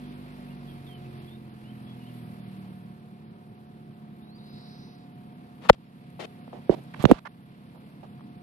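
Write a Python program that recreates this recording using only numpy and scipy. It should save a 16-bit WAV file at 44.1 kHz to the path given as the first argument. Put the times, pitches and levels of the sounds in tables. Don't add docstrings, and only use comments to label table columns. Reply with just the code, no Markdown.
import sys
import numpy as np
from scipy import signal
from scipy.fft import rfft, irfft
from scipy.io import wavfile
from scipy.ndimage import uniform_filter1d

SR = 44100
rng = np.random.default_rng(int(sys.argv[2]) if len(sys.argv) > 2 else 0)


def magnitude_from_level(level_db):
    exponent = np.asarray(level_db, float) / 20
    return 10 ** exponent


def master_out(mix):
    frames = np.transpose(np.atleast_2d(mix))
    ceiling = np.clip(frames, -1, 1)
    pcm = np.round(ceiling * 32767).astype(np.int16)
    wavfile.write(sys.argv[1], SR, pcm)


N = 371322
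T = np.arange(N) / SR


def level(x, db):
    return x * magnitude_from_level(db) / np.sqrt(np.mean(x ** 2))


def along(table, hz):
    f, value = np.transpose(table)
    return np.interp(np.log(hz + 1), np.log(f), value)


def band(x, lo_hz, hi_hz):
    sos = signal.butter(2, [lo_hz, min(hi_hz, .45 * SR)], "band", fs=SR, output="sos")
    return signal.sosfilt(sos, x)


def walk(rate_hz):
    hold = int(SR / rate_hz)
    steps = np.repeat(rng.standard_normal(N // hold + 1), hold)
    return 1.25 * uniform_filter1d(uniform_filter1d(steps, hold), hold)[:N]


def ports(x, pan_db):
    return np.array([x * magnitude_from_level(pan_db / 2), np.roll(x, 16) * magnitude_from_level(-pan_db / 2)])


def controls():
    # t/s, firing rate f/Hz, running level/dB
    engine_course = [(0.0, 48.72, 2.5), (0.3, 49.57, 2.5), (0.72, 46.97, 1.5), (1.011, 45.3, 0.5),
                     (1.201, 44.6, 2), (1.399, 43.5, -3), (1.66, 42.73, -1), (2.319, 39.7, 1),
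                     (2.6, 38.14, -0.5), (2.979, 36.47, -5.5), (3.7, 36.09, -7), (4.3, 35.67, -5.5),
                     (4.6, 35.37, -1.5), (5.051, 34.7, -5.5), (5.6, 35, -4), (6.4, 34.67, 0),
                     (7.002, 34.17, 0), (8.42, 35.15, -4)]
    # t/s, level/dB
    ducks = [
        (5.704, -6),
        (7.125, -7.5),
    ]
    release_s = 0.5
    s, hz, running_db = np.transpose(engine_course)
    duck_db = sum(db * (T > at) * np.exp(-np.maximum(T - at, 0) / release_s) for at, db in ducks)
    duck = magnitude_from_level(uniform_filter1d(duck_db, size=400))
    return np.interp(T, s, hz), np.interp(T, s, running_db), duck


def cabin_noise(spectrum, flicker_db, throb):
    # f/Hz, share [0-1]
    alike = [(60, 1), (300, 1), (700, 0.4), (1500, 0.7), (4000, 0.2), (7000, 0), (13000, 0)]
    hz = np.fft.rfftfreq(N, 1 / SR)
    share = np.clip(along(alike, hz), 0, 1)
    white = rng.standard_normal((3, N))
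    common = rfft(ports(white[0], 0)) * np.sqrt(share)
    both = (common + rfft(white[1:]) * np.sqrt(1 - share)) * magnitude_from_level(along(spectrum, hz))
    out = 0
    for centre in 2. ** np.arange(np.log2(spectrum[0][0]), np.log2(spectrum[-1][0]) + 1):
        octave = np.clip(1 - abs(np.log2((hz + 1) / centre)), 0, 1)
        flicker = magnitude_from_level(flicker_db * (1 + centre / 9000) * walk(15))
        out = out + irfft(both * octave, N) * flicker
    return level(out * throb, 0)


def firing_boom(hz, firings):
    # multiple of the firing rate [1], level/dB
    orders = [(1, -9), (1.5, -20), (2, -3.5), (2.5, -26.5), (3, 3), (3.5, -13), (4, -3), (4.5, -16),
              (5, 2.5), (5.5, -13), (6, 0), (6.5, -17.5), (7, -5), (7.5, -9.5), (8, -4), (8.5, -16.5),
              (9, -9.5), (9.5, -19), (10, -12), (11, -7.5)]
    # f/Hz, width/Hz, level/dB
    resonances = [(49, 10, 1), (90, 9.2, -4), (121, 16, 0), (138, 26, 1), (159.4, 30, 2), (192.8, 20, 2),
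                  (215.7, 29, -0.5), (241.1, 27, 1), (277, 7.3, -3.5), (305, 14, -2.5), (322.4, 12, -4.5),
                  (357.6, 30, 0), (395, 34, -5.5)]
    grid = np.arange(20., 600.)
    power = sum((magnitude_from_level(db) / (1 + (2 * (grid - f) / width) ** 2)) ** 3.0 for f, width, db in resonances)
    cabin = np.sqrt(power)
    boom = 0
    for k, db in orders:
        gain = magnitude_from_level(db + 1.2 * walk(3)) * np.interp(k * hz, grid, cabin)
        boom = boom + gain * np.sin(2 * np.pi * (k * firings + rng.random()))
    return boom


def engine():
    # f/Hz, density level/dB
    rumble_spectrum = [(18, -75), (30, -27.5), (75, -12.5), (119, -3), (194, -3.5), (228, -6), (285, -9),
                       (320, -7.5), (480, -33.5), (620, -39.5), (1060, -120)]
    # f/Hz, density level/dB
    roar_spectrum = [(250, -37), (420, -7.5), (583, -11.5), (661, -12.5), (716, -8), (780, -17),
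                     (837, -12.5), (1400, -17.5), (1820, -22), (3080, -120)]
    # f/Hz, density level/dB
    hiss_spectrum = [(760, -43.5), (1300, -10.5), (1490, -4), (1800, -3.5), (1940, 0), (2560, -0.5),
                     (2820, -2.5), (3030, -4), (3280, -3.5), (4460, -7), (6510, -23), (10800, -12.5),
                     (13200, -14), (14000, -29)]
    hz, running_db, duck = controls()
    firings = np.cumsum(hz * (1 + .002 * walk(10))) / SR
    strength_db = rng.standard_normal(N // 500)[firings.astype(int)]
    uneven = uniform_filter1d(magnitude_from_level(1.2 * strength_db), size=300)
    throb = 1 + 0.11 * np.cos(2 * np.pi * firings)
    boom = magnitude_from_level(-46.5 + 0.33 * running_db) * ports(firing_boom(hz, firings) * uneven, -2.0)
    rumble = magnitude_from_level(-50.5 + 0.27 * running_db) * cabin_noise(rumble_spectrum, flicker_db=1.5, throb=throb * uneven)
    roar = magnitude_from_level(-56 + 0.58 * running_db) * cabin_noise(roar_spectrum, flicker_db=0.45, throb=throb)
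    hiss = magnitude_from_level(-61 + running_db) * cabin_noise(hiss_spectrum, flicker_db=0.7, throb=throb)
    hiss = hiss * magnitude_from_level(np.array([[-.6], [.6]]))
    return duck * (boom + rumble + roar + hiss)


def knocks():
    # t/s, peak level/dB, left minus right/dB, first f/Hz, last f/Hz
    blows = [(5.622, -44, 3.5, 2910, 880), (5.663, -40.5, 7.5, 3890, 2040), (5.6932, -3, 17, 1700, 900),
             (5.697, 11, 2, 1398, 560), (5.701, 2.5, 7, 798, 515.6), (5.73, -34.5, -1, 4100, 1520),
             (6.192, -30.5, 14, 1196, 507), (6.478, -35, -5, 1180, 508), (6.53, -28.5, 26, 1120, 556),
             (6.6951, 0, -11, 600, 440), (6.7002, -9, -5, 560, 400), (6.939, -31, 14, 1830, 1300),
             (6.996, -22, -10, 351, 230), (7.024, -34, -14, 3500, 2800), (7.031, -36, -17, 3000, 2000),
             (7.04, -3.5, -9, 1050, 240), (7.053, -1, -15, 2140, 256.6), (7.102, -9, -12, 495, 286),
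             (7.113, 4, -7.5, 1150, 300), (7.118, -3, -3, 699, 327.5), (8.032, -36, -32, 1160, 592),
             (8.194, -44, 12, 1520, 800), (8.208, -40, -3, 1450, 770)]
    out, t = np.zeros((2, N)), T[:SR // 12]
    chances = rng.standard_normal((len(blows), 2, len(t)))
    for (s, db, pan_db, first_hz, last_hz), chance in zip(blows, chances):
        decay_s = 0.00069 + 1.54 / last_hz
        hz = last_hz / (1 + t / 0.011) + (first_hz - last_hz) * np.exp(-t / .0016)
        turns = np.cumsum(hz) / SR * np.array([[1.12], [1]])
        ring = (t / decay_s) ** 0.66 * np.exp(.6 - (t / decay_s) ** 2)
        chirp = min(1, 600 / last_hz) * ring * np.sin(2 * np.pi * turns)

        crack_db = -13 + 6 * np.log2(first_hz / 1000)
        burst = chance * np.exp(-(t / 0.0041) ** 2)
        crack = magnitude_from_level(crack_db) * band(burst, first_hz * .6, first_hz * 2.14)
        crack = band(crack, 330, 4100)

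        swell = (t / .005) ** 2 * np.exp(2 - 2 * t / .005)
        sway = swell * np.sin(2 * np.pi * 240 * t / (1 + t / .025))
        thump = magnitude_from_level(-15) * 400 / last_hz * band(sway, 69, 500)
        low_push_s = 0.0077
        low_push = magnitude_from_level(-16) * band(t / low_push_s * np.exp(1 - t / low_push_s), 45, 220)

        i = int(s * SR)
        side_db = np.array([[pan_db], [0]]) - max(pan_db, 0)
        out[:, i:i + len(t)] += magnitude_from_level(db + side_db) * (chirp + crack)
        out[:, i:i + len(t)] += magnitude_from_level(db + .4 * side_db - 2.0) * (thump + 400 / last_hz * low_push)
    return out


def rubs():
    # t/s, length/s, rms level/dB, centre f/Hz, treble level/dB
    slides = [(5.611, 0.1, -52.5, 894, -3.5), (5.646, 0.033, -55, 1200, -5.5), (5.687, .012, -36, 1494, 10),
              (5.728, 0.025, -53, 600, -2.5), (6.193, 0.066, -38.5, 620, -3),
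              (6.524, 0.074, -47.5, 556, -16), (6.701, 0.052, -35, 530, -16),
              (6.749, 0.052, -48.5, 500, -14.5), (6.938, 0.012, -39, 1600, -18),
              (6.952, 0.07, -53, 710, -6.5), (6.989, 0.054, -46.5, 810, -2.5),
              (7.042, 0.1, -37.5, 505, -14), (7.089, 0.028, -28.5, 436, -19.5),
              (7.137, 0.06, -51.5, 1040, -5), (7.249, 0.031, -44.5, 1350, -13),
              (7.743, 0.042, -61, 710, -22), (8.028, 0.03, -50.5, 690, -18)]
    out = np.zeros((2, N))
    for s, length, db, hz, treble_db in slides:
        pan_db = -8.5 if s > 6.4 else 6.5
        t = T[:int(length * SR)]
        chance = rng.standard_normal((4, SR // 8))[:, :len(t)]
        slips = (chance[:2] + .5 * chance[2]) * magnitude_from_level(4.5 * abs(chance[3]))
        body = level(band(band(slips, hz / 2.2, hz * 1.4), hz / 3, hz * 1.7), 0)
        grit = band(band(slips[:, ::-1], 800, 3600), 500, 5600)
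        scratch = level(grit, treble_db) + level(band(slips, 5400, 11000), treble_db - 18.5)
        fade = np.clip(np.minimum(t / 0.0074, (length - t) / 0.0047), 0, 1)
        shape = fade * magnitude_from_level(3.4 * walk(47)[:len(t)])
        i = int(s * SR)
        side = magnitude_from_level(db + np.array([[pan_db], [-pan_db]]) / 2)
        out[:, i:i + len(t)] += side * shape * (body + scratch)
    return out


def ticks():
    # t/s, peak level/dB
    nail = [
        (5.698, -18.5),
        (6.103, -59),
        (6.838, -56.5),
        (6.94, -58),
        (7.003, -56),
        (7.025, -37.5),
        (7.034, -40),
        (7.054, -39),
        (7.114, -26),
    ]
    out, t = np.zeros((2, N)), T[:SR // 100]
    for (s, db), chance in zip(nail, rng.standard_normal((len(nail), 3, len(t)))):
        burst = (chance[:2] + chance[2]) * np.exp(-t / 0.0014)
        out[:, int(s * SR):][:, :len(t)] += magnitude_from_level(db) * band(burst, 6500, 13000)
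    return out


def pump():
    _, running_db, duck = controls()
    phase = 2 * np.pi * np.cumsum(720 * (1 + 0.0022 * walk(3.1))) / SR
    strength = magnitude_from_level(-63 + 0.51 * running_db + 4 + 2.0 * walk(2.6))
    return ports(duck * strength * np.sin(phase), -1.0)


def whistles():
    # t/s, length/s, first f/Hz, last f/Hz, level/dB
    notes_sung = [(0.03, 0.037, 3410, 3140, -61), (0.084, 0.035, 3450, 3700, -63),
                  (0.478, .03, 2500, 2800, -64), (0.499, .045, 2860, 2750, -61),
                  (0.673, 0.058, 3350, 3170, -57), (0.864, .02, 3760, 3300, -54),
                  (0.871, .11, 3320, 2940, -53.5), (1.045, .05, 2560, 2680, -62),
                  (1.273, 0.024, 3480, 3250, -55.5), (1.3, 0.064, 3540, 3690, -57.5),
                  (1.638, 0.081, 2770, 3200, -58.5), (1.86, 0.091, 3370, 3314, -57.5),
                  (2.0, 0.048, 2950, 2790, -62), (2.047, 0.045, 2790, 3280, -58),
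                  (2.085, .035, 2950, 2750, -62), (4.216, .03, 3510, 3860, -63),
                  (4.24, .07, 3880, 4050, -66), (4.29, .07, 3980, 4620, -61),
                  (4.345, 0.035, 4600, 4900, -59)]
    out = np.zeros(N)
    for s, length, first_hz, last_hz, db in notes_sung:
        part = np.linspace(0, 1, int(length * SR))
        glide = np.sin(2 * np.pi * np.cumsum(first_hz + (last_hz - first_hz) * part) / SR)
        out[int(s * SR):][:len(part)] += magnitude_from_level(db - 0.5) * np.sin(np.pi * part) ** 0.36 * glide
    return out


def wheeze():
    # t/s, level/dB, highest f/Hz
    trill = [
        (4.38, -71, 4720),
        (4.421, -71.5, 4960),
        (4.55, -64, 5460),
        (4.703, -64.5, 5930),
        (4.851, -66, 6310),
        (4.95, -71, 6170),
        (5.051, -78, 5640),
    ]
    low_hz, rate_hz = 3650, 181
    s, *columns = np.transpose(trill)
    db, high_hz = (np.interp(T, s, c) for c in columns)
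    swing = np.cumsum(rate_hz * (1 + 0.029 * walk(68))) / SR
    height = abs(2 * (swing % 1) - 1)
    hz = low_hz + (high_hz - low_hz) * height + 80 * walk(180)
    tilt = magnitude_from_level(-6.5 * (hz - 4500) / 1000)
    pulse = np.sin(np.pi * height) ** 0.34 * tilt * (T > s[0]) * (T < s[-1])
    call = magnitude_from_level(db + 9.5 + 1.1 * walk(150)) * pulse * np.sin(2 * np.pi * np.cumsum(hz) / SR)
    return call - 0.28 * np.roll(call, 49)


def birds():
    song = whistles() + wheeze()
    echo = rng.standard_normal((2, SR // 8)) * np.exp(-T[:SR // 8] / .022)
    wet = signal.fftconvolve(song[None], echo / np.sqrt(np.sum(echo[0] ** 2)))[:, :N]
    return ports(song, -3.0) + magnitude_from_level(-4) * wet


def treble_dropouts(x):
    # low f/Hz, high f/Hz, share of time [0-1]
    gaps = [(5400, 6200, .12), (6200, 6900, .4), (6900, 7600, .3), (7600, 9000, .1), (9000, 10500, .04),
            (12500, 13200, .5), (13200, 14300, .85)]
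    frame = 1536
    hz = np.fft.rfftfreq(N, 1 / SR)
    need = rng.random(N // frame + 1)
    for low_hz, high_hz, share in gaps:
        chance = .7 * need + .3 * rng.random(len(need))
        off = np.repeat(chance < .12 + .76 * share, frame)[:N]
        part = irfft(rfft(x) * ((hz > low_hz) & (hz < high_hz)), N)
        faint = uniform_filter1d(np.mean(part ** 2, axis=0), size=frame) < magnitude_from_level(-77) ** 2
        x = x - part * uniform_filter1d(1. * (off & faint), size=frame // 4)
    return x


def scene():
    return engine() + knocks() + rubs() + ticks() + pump() + birds()


def low_pass(x):
    return signal.sosfilt(signal.butter(12, 15330, fs=SR, output="sos"), x)


def record(dry):
    bass_cut = signal.butter(2, 45, "high", fs=SR, output="sos")
    top_cut = signal.ellip(6, .3, 40, 13900, fs=SR, output="sos")
    heard = signal.sosfilt(top_cut, signal.sosfilt(bass_cut, dry))
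    mix = treble_dropouts(np.clip(heard, -1, 1))
    return low_pass(mix)


dry = scene()
out = record(dry)
master_out(out)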